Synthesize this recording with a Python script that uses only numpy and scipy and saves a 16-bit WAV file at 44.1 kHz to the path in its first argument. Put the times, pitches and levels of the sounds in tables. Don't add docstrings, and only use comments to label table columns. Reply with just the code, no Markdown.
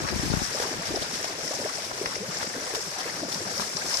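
import sys
import numpy as np
from scipy import signal
from scipy.fft import rfft, irfft
from scipy.io import wavfile

SR = 44100
rng = np.random.default_rng(int(sys.argv[2]) if len(sys.argv) > 2 else 0)


def wrap_up_sound(samples):
    columns = np.atleast_2d(samples).T
    tamed = np.clip(columns, -1, 1)
    steps = np.round(tamed * 32767).astype(np.int16)
    wavfile.write(sys.argv[1], SR, steps)


N = 176400
T = np.arange(N) / SR

# (frequency [Hz], gain [dB])
WASH_EQ = [(25, 13), (150, -36), (500, -5), (1500, -20), (3000, -22.5), (6000, -9.5), (14000, -26)]
WIND_EQ = [(20, -37), (55, 3), (110, 0.5), (250, -2.5), (450, -11), (1200, -40)]
SLOSH_EQ = [(40, -15), (70, -4), (160, -1), (280, -1.5), (480, 1.5), (680, -3), (950, -23), (2000, -55)]
SPLASH_EQ = [(350, 5.5), (700, 0), (1700, -4.5), (2200, -4), (2900, -9), (4200, -4.5), (8000, -29)]
SPRAY_EQ = [(3000, -2), (4200, 0), (5500, 3), (7500, 1), (10000, -10), (12500, -7.5), (15000, -24)]
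GUSH_EQ = [(500, -14), (1300, -11), (3500, 11.5), (8000, 1), (14000, -3)]
# (time [s], relative level [dB])
WIND_RIDE = [(0, -30), (.2, -38.5), (.35, -27.5), (.47, -46), (.64, -76), (.74, -49), (1.02, -39.5),
             (1.1, -69)]
WAKE_RIDE = [(0, -42.5), (1.2, -42), (4, -50.5)]
SLOSH_RIDE = [(0, -42), (.4, -44), (.48, -44.5), (.57, -39), (.72, -35.5), (.85, -42), (1.62, -36),
              (1.73, -45), (2.0, -39), (2.55, -39.5), (2.76, -44.5), (2.85, -45.5), (3.05, -42.5),
              (3.62, -35), (3.7, -45), (3.9, -37.5), (4, -45)]
SPLASH_RIDE = [(0, -38), (.53, -39.5), (.62, -36), (.68, -40), (.8, -40), (1.1, -41), (1.4, -44.5),
               (1.55, -41), (1.97, -43.5), (2.13, -40), (2.2, -46), (2.42, -39), (2.52, -42), (2.75, -38.5),
               (2.87, -43.5), (3.02, -37.5), (3.3, -42), (3.52, -42), (3.61, -36.5), (3.7, -42.5),
               (3.95, -37)]
SPRAY_RIDE = [(0, -39), (.23, -34.5), (.42, -34.5), (.63, -33), (.78, -39), (.98, -36), (1.07, -38.5),
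              (1.22, -35), (1.36, -40), (1.48, -34.5), (1.66, -35.5), (1.95, -39), (2.15, -36), (2.21, -42),
              (2.38, -35), (2.52, -39), (2.67, -35.5), (3.27, -38.5), (3.35, -34), (3.44, -37), (3.61, -33),
              (3.7, -36.5), (3.82, -35), (3.95, -29.5), (4, -28)]
# (time [s], relative level [dB], pitch [Hz])
WIND_BUFFETS = [(0.195, -17.5, 134), (.301, -16.5, 134), (0.338, -11, 189), (0.369, -15.5, 116),
                (0.418, -18, 203)]
# (time [s], level [dB], half length [s])
SPRAY_SHEETS = [(0.23, -41, 0.012), (.625, -35, 0.015), (0.871, -37, 0.022), (1.024, -31.5, 0.0073),
                (1.15, -34.5, 0.013), (1.251, -35.5, 0.0087), (1.84, -39.5, 0.021), (2.424, -39, 0.01),
                (2.754, -28.5, 0.0054), (3.006, -34.5, 0.01), (3.325, -30, 0.0043), (3.614, -34.5, 0.013)]
# (time [s], relative level [dB])
CLOSE_DROPS = [(.4499, -30), (0.959, -22), (1.4771, -22.5), (2.058, -27.5), (2.37, -26), (3.344, -19.5),
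               (3.579, -21), (3.768, -21.5), (3.9412, -22), (3.97, -18)]
# (time [s], relative level [dB], pitch [Hz])
WATER_SLAPS = [(0.0873, -21, 1670), (.5994, -25, 1460), (0.6207, -25, 1760), (.7372, -31, 1460),
               (1.2417, -25, 1700), (1.7738, -28, 2130), (1.9133, -26.5, 1010), (2.0587, -17.5, 1510),
               (2.155, -23.5, 2180), (2.4282, -21, 1900), (2.7494, -26, 1020), (3.34, -25, 9000),
               (3.5966, -25, 1110), (3.622, -35, 1400), (3.9562, -27, 1660)]
# (time [s], length [s], level [dB], start pitch [Hz], end pitch [Hz])
AIR_POCKETS = [(2.2, .06, -34, 360, 600), (2.752, .055, -33, 640, 370)]
# (time [s], relative level [dB], pitch [Hz])
HOOF_PLUNGES = [(.003,-24,315), (.124,-25.5,327), (0.232,-21.5,271), (0.548,-22.5,520), (0.6,-23.5,457),
                (0.654,-26.5,366), (.714,-31,354), (0.79,-31.5,161), (0.905,-23,312), (0.94,-21,377),
                (0.961,-25.5,333), (.972,-24.5,606), (1.131,-33.5,223), (1.244,-25,624), (1.389,-27.5,450),
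                (1.506,-43,281), (1.591,-28,485), (1.615,-27.5,500), (1.648,-24,418), (1.658,-22,550),
                (1.784,-29,600), (2.013,-21.5,380), (2.043,-26.5,475), (2.202,-31.5,180), (2.284,-30,172),
                (2.465,-33.5,197), (2.553,-27.5,510), (2.562,-27,243), (2.737,-25,403), (2.867,-36,156),
                (3.059,-29,442), (3.228,-22.5,298), (3.233,-26.5,594), (3.354,-32.5,173), (3.468,-32.5,177),
                (3.584,-35,497), (3.611,-33.5,188), (3.748,-32.5,156)]
# (frequency [Hz], gain [dB])
LEFT_PORT_EQ = [(60, 0), (400, 1), (1000, 5), (1700, 8), (2800, -3), (4000, 0), (5100, 9), (5600, 9.5),
                (6300, 3), (7500, -2), (9800, -0.5), (13000, -1)]
RIGHT_PORT_EQ = [(60, -2), (850, 0.5), (1700, 2), (2900, -2), (5000, -2), (7300, 1), (10000, 5),
                 (12000, -3.5), (14000, -17)]
# (frequency [Hz], phase [rad])
LEFT_LAG = [(0, 0), (600, .5), (900, 1.3), (1500, 3.6), (2330, 6.1), (5500, 18), (15000, 45)]


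def amp(db):
    return 10 ** (np.asarray(db) / 20)


def unit(x):
    return x / np.sqrt(np.mean(x ** 2) + 1e-20)


def fader(points):
    return amp(np.interp(T, *np.transpose(points)))


def eq(x, points):
    hz, db = np.transpose(points)
    f = np.fft.rfftfreq(2 * N, 1 / SR)
    gain = amp(np.interp(np.log(f + 1), np.log(hz), db))
    return irfft(rfft(x, 2 * N) * gain)[..., :N]


def add(mix, s, sound):
    part = mix[max(round(s * SR), 0):][:len(sound)]
    part += sound[:len(part)]


def flutter(rate_hz):
    f = np.fft.rfftfreq(N, 1 / SR)
    spectrum = rfft(rng.standard_normal(N)) * (f > 2) / (1 + (f / rate_hz) ** 2)
    return unit(irfft(spectrum, N))


def bubble(hz, cycles, rise, swell=4):
    age = np.arange(0, 6, hz / cycles / SR)
    envelope = (1 - np.exp(-age * swell)) * np.exp(-age)
    ring = envelope * np.sin(2 * np.pi * cycles * (age + rise * age ** 2 / 2))
    return ring / abs(ring).max()


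def burst(hz, cycles, rise, after_db, after_s, octaves, count, swell=4):
    out = np.zeros(SR // 4)
    add(out, 0, bubble(hz, cycles, rise, swell))
    for when, pitch, size in rng.random((count, 3)):
        fragment = bubble(hz * 2 ** (octaves * pitch - .5), cycles, rise, swell)
        add(out, when * after_s, amp(after_db) * size * fragment)
    return out


def cloud(lo_hz, hi_hz, per_s, cycles, spread_db, spread_s, pitches=14):
    out = np.zeros((2, N))
    candidates = 4000
    for hz in np.geomspace(lo_hz, hi_hz, pitches):
        when, chance, size, side, polarity = rng.random((candidates, 5)).T
        sounding = chance * candidates < per_s / pitches * N / SR
        size_db = spread_db * np.minimum(-np.log(1 - size), 3.5)
        height = sounding * np.sign(polarity - .5) * amp(size_db)
        left_at = (when * N).astype(int)
        right_at = (left_at + np.round((2 * side - 1) * spread_s * SR).astype(int)) % N
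        triggers = np.array([np.bincount(at, height, N) for at in (left_at, right_at)])
        out += signal.oaconvolve(triggers, hz * bubble(hz, cycles, rise=.068)[None], axes=1)[:, :N]
    return out


def ripples(x, wet_db, t60, frame=256):
    framing = dict(nperseg=frame, noverlap=frame * 3 // 4)
    power = abs(signal.stft(x, **framing)[2]) ** 2
    feedback = amp(-120 * frame / 4 / SR / t60)
    power = signal.lfilter([0, 1 - feedback], [1, -feedback], power)
    real, imag = rng.standard_normal((2, 2) + power.shape[-2:])
    tail = signal.istft(np.sqrt(2 * power) * (real + 1j * imag), **framing)[1]
    return x + amp(wet_db) * tail[:, :N]


def wash():
    return amp(-44) * unit(eq(rng.standard_normal((2, N)), WASH_EQ))


def wind():
    rumble = eq(rng.standard_normal((2, N)), WIND_EQ)
    air = fader(WIND_RIDE) * unit(rumble * amp(5.1 * flutter(rate_hz=29)))
    for s, db, hz in WIND_BUFFETS:
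        add(air[0], s, amp(db) * bubble(hz, cycles=.31, rise=.044))
    return air * amp([[3], [-5]])


def wake():
    fizz = cloud(1920, 3430, per_s=1500, cycles=1.4, spread_db=2, spread_s=.00043, pitches=8)
    return fader(WAKE_RIDE) * unit(fizz)


def slosh():
    churn = cloud(86.6, 1048, per_s=380, cycles=2.57, spread_db=2.5, spread_s=.0002, pitches=24)
    water = eq(ripples(churn, wet_db=-8, t60=.51, frame=512), SLOSH_EQ)
    return amp(-2.5) * fader(SLOSH_RIDE) * unit(water)


def splash():
    bubbles = cloud(582, 4430, per_s=3000, cycles=1.8, spread_db=1.5, spread_s=.00027, pitches=16)
    plinks = cloud(750, 2500, per_s=90, cycles=5, spread_db=2.5, spread_s=.00018, pitches=10)
    water = ripples(unit(bubbles) + amp(-7) * unit(plinks), wet_db=-4, t60=.07)
    clumps = amp(1.4 * flutter(rate_hz=33))
    return fader(SPLASH_RIDE) * unit(eq(water, SPLASH_EQ) * clumps)


def spray():
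    ticks = cloud(2490, 14100, per_s=5000, cycles=1.45, spread_db=4, spread_s=.0003)
    water = eq(ripples(ticks, wet_db=1, t60=.075), SPRAY_EQ)
    flicker = amp(.66 * flutter(rate_hz=23))
    return amp(-1.52) * fader(SPRAY_RIDE) * unit(water * flicker)


def gushes():
    droplets = cloud(840, 11300, per_s=8300, cycles=.53, spread_db=-3.5, spread_s=.00024, pitches=10)
    swells = sum(amp(db) / (1 + ((T - s) / half_s) ** 4) for s, db, half_s in SPRAY_SHEETS)
    return swells * unit(eq(droplets, GUSH_EQ))


def drops():
    out = np.zeros(N)
    for s, db in CLOSE_DROPS:
        tick = burst(hz=5240, cycles=2.6, rise=.01, after_db=-2, after_s=.0024, octaves=.8, count=7)
        add(out, s, amp(db - 1.5) * tick)
    return ripples(out, wet_db=-.5, t60=.026, frame=64)


def slaps():
    out = np.zeros(N)
    for s, db, hz in WATER_SLAPS:
        crack = burst(hz, cycles=.62, rise=.007, after_db=-2, after_s=.004, octaves=1.8, count=9)
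        add(out, s, amp(db + 1.5) * crack)
    return ripples(out, wet_db=-8, t60=.06, frame=128)


def gurgles():
    out = np.zeros(N)
    for s, length_s, db, start_hz, end_hz in AIR_POCKETS:
        n = round(length_s * SR)
        hz = np.geomspace(start_hz, end_hz, n) * np.exp(.11 * flutter(rate_hz=84)[:n])
        note = np.sin(2 * np.pi * np.cumsum(hz) / SR)
        add(out, s, amp(db) * np.hanning(n) ** .5 * note)
    return out


def plunges():
    out = np.zeros(N)
    for s, db, hz in HOOF_PLUNGES:
        gulp = burst(hz, cycles=1.3, rise=.04, after_db=-8.5, after_s=.02, octaves=2, count=7, swell=1)
        add(out, s, amp(db - 1.5) * gulp)
    return ripples(out, wet_db=-14, t60=.1, frame=512)


def scene():
    near = slosh() + splash() + spray() + gushes() + wake() + plunges() + gurgles() + slaps() + drops()
    lag = np.interp(np.fft.rfftfreq(2 * N, 1 / SR), *np.transpose(LEFT_LAG))
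    left = irfft(rfft(near[0], 2 * N) * np.exp(-1j * lag))[:N]
    return np.array([left, near[1]]) + wash() + wind()


def record(dry):
    ports = np.array([eq(dry[0], LEFT_PORT_EQ), eq(dry[1], RIGHT_PORT_EQ)])
    low_cut = signal.butter(4, 42, "highpass", fs=SR, output="sos")
    high_cut = signal.firwin(401, 14600, window=("kaiser", 9), fs=SR)
    return signal.oaconvolve(signal.sosfilt(low_cut, ports), high_cut[None], "same")


dry = scene()
out = record(dry)
wrap_up_sound(out)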